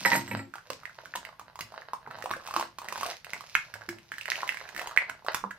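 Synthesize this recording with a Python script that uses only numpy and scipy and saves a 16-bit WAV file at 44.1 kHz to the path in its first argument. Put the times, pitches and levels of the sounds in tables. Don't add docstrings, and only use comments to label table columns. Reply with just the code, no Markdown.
import sys
import numpy as np
from scipy import signal
from scipy.fft import rfft, irfft, next_fast_len
from scipy.io import wavfile

SR = 44100
rng = np.random.default_rng(int(sys.argv[2]) if len(sys.argv) > 2 else 0)


def ratio(d):
    e = np.asarray(d, float) / 20
    return 10 ** e


def dump(signal):
    limited = np.clip(np.atleast_2d(signal).T, -1, 1)
    pcm = np.round(limited * 32767).astype(np.int16)
    wavfile.write(sys.argv[1], SR, pcm)


N = 246210


def unit(x):
    return x / np.sqrt(np.mean(x ** 2) + 1e-20)


def along(points, hz):
    point_hz, value = np.transpose(points)
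    return np.interp(np.log(hz + 1), np.log(point_hz + 1), value)


def filtered(x, response):
    n = x.shape[-1]
    size = next_fast_len(n + 4096)
    spectrum = rfft(x, size) * response(np.fft.rfftfreq(size, 1 / SR))
    return irfft(spectrum, size)[..., :n]


def coloured(x, spectrum):
    return filtered(x, lambda hz: ratio(along(spectrum, hz)))


def placed(start_s, shapes):
    at = np.round(start_s * SR).astype(int)[:, None] + np.arange(shapes.shape[1])
    return np.bincount(at.ravel(), shapes.ravel(), N + SR)[:N]


def ringing(modes, start_s, level_db, attack_s, scatter_db):
    mode_hz, mode_db, t60_s = np.transpose(modes)[:, :, None]
    t = np.arange(SR // 3) / SR
    scatter = scatter_db * rng.standard_normal((len(start_s), len(modes)))
    strength = ratio(scatter + level_db[:, None])
    decay = ratio(mode_db - 60 * t / t60_s)
    rings = decay * np.sin(2 * np.pi * mode_hz * t) * (1 - np.exp(-t / attack_s))
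    return placed(start_s, strength @ rings)


def flexes(pitch_hz, cycles, attack_s, count):
    t = np.arange(SR // 60) / SR
    draw = rng.standard_normal((len(pitch_hz), 2 * count))
    order = np.arange(count)
    mode_hz = pitch_hz[:, None] * np.exp(0.34 * draw[:, :count] * order / count)
    size = ratio(2.55 * draw[:, count:] - 2.1 * order)
    wave = np.einsum("ek,ekt->et", size, np.sin(2 * np.pi * mode_hz[..., None] * t))
    wave *= np.exp(-t * pitch_hz[:, None] / cycles) * (1 - np.exp(-t / attack_s)) ** 2
    return wave / np.abs(wave).max(1, keepdims=True)


# freq [Hz], left-right likeness [0-1]
LIKENESS = [(40, .9), (300, 0.86), (1500, 0.2), (5000, 0.28)]


def spread(pair):
    def mid_side_gain(hz):
        angle = np.arccos(np.clip(along(LIKENESS, hz), -1, 1)) / 2
        return np.array([np.cos(angle), np.sin(angle)])

    mid, side = filtered(pair, mid_side_gain)
    return np.array([mid + side, mid - side])


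# freq [Hz], density [dB per Hz]
HUSH_SPECTRUM = [(15, -33), (25, -12.5), (149, -1), (270, -17.5), (335, -17), (659, -14), (2050, -18.5),
                 (5880, -25.5), (7510, -38), (12900, -29.5), (16000, -47.5)]


def hush():
    noise = coloured(rng.standard_normal((2, N)), HUSH_SPECTRUM)
    return ratio(-64) * unit(spread(noise))


# freq [Hz], t60 [s]
ROOM_DECAY = [(150, .3), (700, 0.19), (2000, 0.23), (5000, 0.25), (13000, 0.16)]


def room(x, gap_s, count):
    wet, step = np.zeros((2, N + SR)), N // count + 1
    for start in range(0, N, step):
        hz, t, z = signal.stft(rng.standard_normal((2, SR // 2)), SR, nperseg=256)
        decay = ratio(-60 * t / along(ROOM_DECAY, hz)[:, None])
        tail = spread(signal.istft(z * decay, SR, nperseg=256)[1])
        tail = np.pad(tail / np.linalg.norm(tail[0]), ((0, 0), (int(gap_s * SR), 0)))
        part = signal.fftconvolve(x[None, start:start + step], tail, axes=1)
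        wet[:, start:start + part.shape[1]] += part
    return wet[:, :N]


# mode_hz [Hz], mode_db [dB], t60_s [s]
DESK_MODES = [(107.8, -7, 0.37), (139.2, -6, 0.2), (197.6, -1.5, 0.16), (226.3, -5.5, 0.29),
              (271.6, -6.5, 0.26), (341.1, -3, 0.28)]
# start_s [s], level_db [dB peak]
THUD_EVENTS = [(0.699, -48), (1.059, -55), (1.154, -48), (1.41, -50.5), (1.602, -41), (2.07, -41),
               (2.172, -44.5), (2.304, -33.5), (2.56, -35), (2.876, -50), (2.984, -48.5), (3.342, -47),
               (3.542, -52), (3.738, -46), (3.885, -27), (4.108, -42.5), (4.319, -58), (4.506, -50),
               (4.742, -46), (5.09, -51.5), (5.434, -41)]


def thuds():
    start_s, level_db = np.transpose(THUD_EVENTS)
    return ringing(DESK_MODES, start_s, level_db - 11.5, attack_s=0.0027, scatter_db=6)


# start_s [s], creak_db [dB], fizz_db [dB]
CRACKLE_LEVELS = [(0.0, -50, -42), (0.12, -35.5, -39), (0.25, -50, -53), (0.37, -43, -65),
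                  (0.51, -73.5, -81), (0.64, -56, -64.5), (0.92, -59.5, -66), (1.1, -56, -60.5),
                  (1.24, -48.5, -71.5), (1.38, -61, -89.5), (1.52, -62, -88.5), (1.75, -47.5, -62.5),
                  (1.8, -53, -69), (1.91, -69.5, -87), (2.04, -60.5, -83), (2.16, -42, -69),
                  (2.41, -54.5, -70.5), (2.46, -53, -57), (2.58, -36.5, -48), (2.75, -69.5, -81),
                  (2.84, -42.5, -70), (2.97, -48, -44.5), (3.11, -41.5, -44), (3.22, -71, -73.5),
                  (3.34, -40, -54.5), (3.46, -64.5, -56.5), (3.59, -53, -52.5), (3.78, -48, -63.5),
                  (3.98, -64.5, -72), (4.18, -65.5, -56.5), (4.3, -47.5, -54.5), (4.37, -41.5, -45),
                  (4.43, -41, -50), (4.58, -49.5, -51.5), (4.79, -45.5, -65), (4.93, -41, -66),
                  (5.08, -47, -68), (5.24, -62, -74), (5.36, -54, -68), (5.58, -62, -75)]
# freq [Hz], density [dB per Hz]
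CREAK_SPECTRUM = [(150, -45.5), (250, -22), (648, -1), (772, -7.5), (921, -5), (1230, -8), (1680, -1.5),
                  (5000, -18.5), (6500, -50), (11000, -120)]
# freq [Hz], density [dB per Hz]
FIZZ_SPECTRUM = [(1470, -19), (2500, -6), (3230, -11.5), (6010, -14), (7420, -16), (8660, -15),
                 (9890, -21.5), (12100, -21.5), (15200, -23.5), (16000, -38)]


def slips(rate_hz, size_db, life_s):
    happens = rng.random(N) < rate_hz / SR
    impulses = happens * ratio(size_db * rng.exponential(size=N)) * rng.standard_normal(N)
    grain = rng.standard_normal(200) * np.exp(-np.arange(200) / SR / life_s)
    return signal.fftconvolve(impulses, grain)[:N]


def crackle():
    start_s, creak_db, fizz_db = np.transpose(CRACKLE_LEVELS)
    t = np.arange(N) / SR
    creak = unit(coloured(slips(rate_hz=600, size_db=5.5, life_s=0.00066), CREAK_SPECTRUM))
    fizz = unit(coloured(slips(rate_hz=2500, size_db=5, life_s=0.00021), FIZZ_SPECTRUM))
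    creak *= ratio(np.interp(t, start_s, creak_db) + 7)
    fizz *= ratio(np.interp(t, start_s, fizz_db) + 3.5)
    return ratio([[-1.8], [1.8]]) * (creak + fizz)


# start_s [s], level_db [dB peak], jingle_db (blades) [dB], knock_db (desk) [dB]
SCISSOR_CONTACTS = [(0.004, -45.5, -9.5, 7.5), (0.051, -5, -32.5, -19.5), (0.058, -6.5, -14.5, -35),
                    (0.074, -21.5, -42, -16), (0.117, -10, -35, -16), (0.123, -12, -24.5, -24.5),
                    (0.132, -6.5, -24.5, -29), (0.142, -19.5, -14, -17.5), (0.158, -16.5, -8.5, -9),
                    (0.171, -30.5, -17.5, -14), (0.278, -27.5, -16.5, -6.5), (0.313, -18.5, -24, -13),
                    (0.334, -30, -29, 2.5), (0.371, -32, -12, -13), (0.393, -24.5, -33, -10)]
# mode_hz [Hz], mode_db [dB], t60_s [s]
HANDLE_MODES = [(533, -10, 0.14), (820, -8, 0.17), (932, -0.5, 0.21), (1353, -9, 0.098), (1620, -14, 0.12),
                (1838, -5, 0.137), (1954, -3.5, 0.121), (2190, -14.5, 0.028), (2570, -14, 0.081),
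                (3985, -15.5, 0.12), (4506, -14.5, 0.12)]
# mode_hz [Hz], mode_db [dB], t60_s [s]
BLADE_MODES = [(5300, -2.5, 0.081), (6430, -1.5, 0.085), (7560, -11.5, .3), (7600, 3, 0.18),
               (8200, 7.5, 0.065), (11430, 1, 0.075), (13000, -6, 0.17), (14500, -8, .15)]


def scissors():
    start_s, level_db, jingle_db, knock_db = np.transpose(SCISSOR_CONTACTS)
    pitch_hz = np.full(len(start_s), 1950.)
    clicks = flexes(pitch_hz, cycles=5.5, attack_s=0.00018, count=3)
    click = placed(start_s, ratio(level_db - 5)[:, None] * clicks)
    handle = ringing(HANDLE_MODES, start_s, level_db - 17, attack_s=0.00045, scatter_db=4)
    blades = ringing(BLADE_MODES, start_s, level_db + jingle_db - 12, attack_s=0.0001, scatter_db=7)
    desk = ringing(DESK_MODES, start_s, level_db + knock_db - 7, attack_s=0.0073, scatter_db=4)
    return ratio([[-2.5], [2.5]]) * (click + handle + blades) + desk


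# start_s [s], level_db [dB peak], pitch_hz [Hz], crack_db [dB], pan_db (left-right) [dB]
SNAP_EVENTS = [(0.539, -29, 1480, -24, -7.5), (0.556, -31.5, 920, -14, -4), (0.583, -33, 1460, -25, -5),
               (0.673, -53, 554, -17, -2), (0.703, -26, 1060, -13.5, -8), (0.703, -27.5, 542, -13, -3.0),
               (0.834, -35.5, 1260, -24, -4), (0.855, -27.5, 2050, -22.5, -12), (0.896, -37, 1470, -22, -6),
               (0.954, -53, 969, -21, 0), (0.985, -49, 1040, -33, 6), (1.006, -43, 1520, -39, -5),
               (1.036, -42, 633, -23, -3.0), (1.057, -33, 1540, -19, -6), (1.139, -24.5, 1730, -35, -1),
               (1.154, -25.5, 983, -19, 1), (1.158, -25.5, 940, -8.5, -3.5),
               (1.251, -31, 2050, -17.5, -10.5), (1.292, -41.5, 1130, -24, -4),
               (1.329, -42.5, 1040, -27, -3.5), (1.396, -32, 1170, -16.5, -4),
               (1.414, -39.5, 910, -21, -4.5), (1.557, -34, 1050, -17, -2.5), (1.591, -35, 1740, -16, -3.5),
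               (1.591, -27.5, 1130, -17, -1), (1.609, -30.5, 2070, -3, -4.5), (1.722, -38, 727, -25, -2),
               (1.741, -33.5, 910, -26, -2), (1.82, -35, 1770, -33, -7), (1.91, -47, 1090, -27, -4.0),
               (1.934, -20, 1030, -22, -2), (2.056, -45, 861, -32, 2), (2.064, -34.5, 1440, -47, -2),
               (2.075, -45.5, 500, -31, -1), (2.075, -30.5, 920, -30, -2), (2.111, -28.5, 1410, -24, -5),
               (2.174, -43.5, 766, -19, 4), (2.187, -38.5, 900, -13, -3.5), (2.206, -42, 834, -13, -1),
               (2.224, -29.5, 1230, -16.5, -11), (2.241, -31.5, 533, -14, 0.5),
               (2.259, -20.5, 936, -21.5, -2.0), (2.295, -35, 1130, -15, -6), (2.312, -19, 1080, -17.5, -2),
               (2.337, -22, 1534, -26.5, -6), (2.366, -37, 547, -14, -3.0), (2.407, -41, 1130, -26, -4.0),
               (2.424, -41, 1080, -27, -2.5), (2.442, -43, 1070, -15, -3.5), (2.461, -36, 1060, -15, -5.0),
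               (2.475, -30.5, 1100, -11, -4.5), (2.487, -32, 895, -19, -2), (2.51, -26.5, 1100, -19, -2),
               (2.54, -21, 1170, -17, -2), (2.564, -12, 1066, -19, -4), (2.597, -22, 920, -14, -2.5),
               (2.611, -20.5, 1060, -19, -4.0), (2.653, -37, 942, -22, -3.0),
               (2.786, -28.5, 1075, -12, -4.0), (2.818, -30.5, 1000, -17.5, -2.5),
               (2.845, -39, 910, -8, -1), (2.886, -23, 2030, -15.5, -5.5), (2.905, -36, 1020, -21, -5),
               (2.925, -25, 1050, -13.5, -6), (2.958, -23.5, 1030, -23, -4.0), (2.978, -30.5, 880, -11, 4),
               (3.011, -27.5, 1080, -13, -10), (3.032, -19, 1094, -19, -2), (3.063, -29, 713, -7, -1),
               (3.087, -33, 665, -14, -1), (3.132, -34.5, 2060, -20, -4.0), (3.246, -32.5, 1960, -13, -7),
               (3.274, -52, 2110, -16, -3.5), (3.296, -41.5, 2100, -15, -10),
               (3.334, -20.5, 2060, -17.5, -4.5), (3.408, -32.5, 1140, -14, -6),
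               (3.491, -46, 2680, -12, -7), (3.552, -19, 1476, -22, -20.5), (3.553, -6, 1870, -29, -3),
               (3.74, -29, 1560, -15, -8), (3.819, -35, 1530, -29, -10), (3.89, -41, 1900, -20, -12.5),
               (3.89, -22.5, 1720, -15, -4), (3.986, -41.5, 2050, -15, -6.5), (4.119, -24, 1710, -21, -4),
               (4.14, -33.5, 2130, -22, -5.0), (4.183, -27, 1760, -15.5, -6),
               (4.212, -29, 2660, -13.5, -9.5), (4.257, -25.5, 1810, -20, -9.5),
               (4.281, -25.5, 1830, -22, -10), (4.303, -39, 2020, -23, -5.5), (4.319, -14, 1980, -27, -7),
               (4.34, -39, 1800, -24, -3.5), (4.357, -23.5, 2710, -22, -8), (4.406, -30, 1820, -20, -8),
               (4.432, -17.5, 1074, -30, 0), (4.477, -28.5, 2140, -13, -5), (4.492, -15, 2106, -26, -11.5),
               (4.523, -30, 1600, -16, -7), (4.545, -29, 1650, -18, -9), (4.572, -26, 1970, -23, -12.5),
               (4.605, -32.5, 1710, -29, -12), (4.654, -35, 1640, -29, -6.5), (4.678, -43, 1980, -18, -11),
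               (4.69, -33, 1700, -17.5, -9), (4.749, -35, 1840, -13, -7), (4.764, -25, 1780, -18, -7),
               (4.778, -28, 1810, -11, 4), (4.795, -25.5, 1800, -15, -11), (4.816, -26.5, 895, -13, -1),
               (4.843, -34, 950, -18, -7), (4.873, -28, 924, -11, -2), (4.912, -29, 1190, -22, -4.0),
               (4.964, -25, 1600, -18, -6.5), (4.975, -4, 2120, -31, -7.5), (5.097, -23.5, 1510, -19, -8.5),
               (5.139, -44, 1450, -27, 0), (5.223, -45, 910, -30, -5.0), (5.248, -37, 720, -14, -4),
               (5.265, -27, 1160, -19.5, -5), (5.32, -32, 1960, -17, -3), (5.346, -16, 1100, -12.5, -4),
               (5.371, -33, 1070, -19, -9), (5.412, -40, 1100, -22, -2), (5.44, -21, 1000, -39, -9.5),
               (5.509, -29, 1710, -24, -5.5), (5.512, -28, 1680, -24, -8)]


def snaps():
    start_s, level_db, pitch_hz, crack_db, pan_db = np.transpose(SNAP_EVENTS)
    body = flexes(pitch_hz, cycles=2.96, attack_s=0.00029, count=4)
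    t = np.arange(body.shape[1]) / SR
    crack = coloured(rng.standard_normal(body.shape) * ratio(-60 * t / 0.025), FIZZ_SPECTRUM)
    crack /= np.abs(crack).max(1, keepdims=True)
    wave = body + ratio(crack_db + 11.45)[:, None] * crack
    wave *= ratio(level_db + 0.42)[:, None]
    left = placed(start_s - 0.0005, wave * ratio(pan_db / 2)[:, None])
    right = placed(start_s - 0.0005, wave * ratio(-pan_db / 2)[:, None])
    return np.array([left, right])


def scene():
    near = scissors() + snaps() + crackle() + thuds()
    lead_s = np.array([[-1], [1]]) * 3.2e-5
    direct = filtered(near, lambda hz: np.exp(2j * np.pi * hz * lead_s))
    reverb = ratio([[-5.5], [-4.5]]) * room(near.mean(0), gap_s=0.004, count=24)
    return direct + reverb + hush()


def roll_off(x):
    return signal.sosfilt(signal.butter(12, 16810, fs=SR, output="sos"), x)


def record(dry):
    return roll_off(dry)


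dry = scene()
out = record(dry)
dump(out)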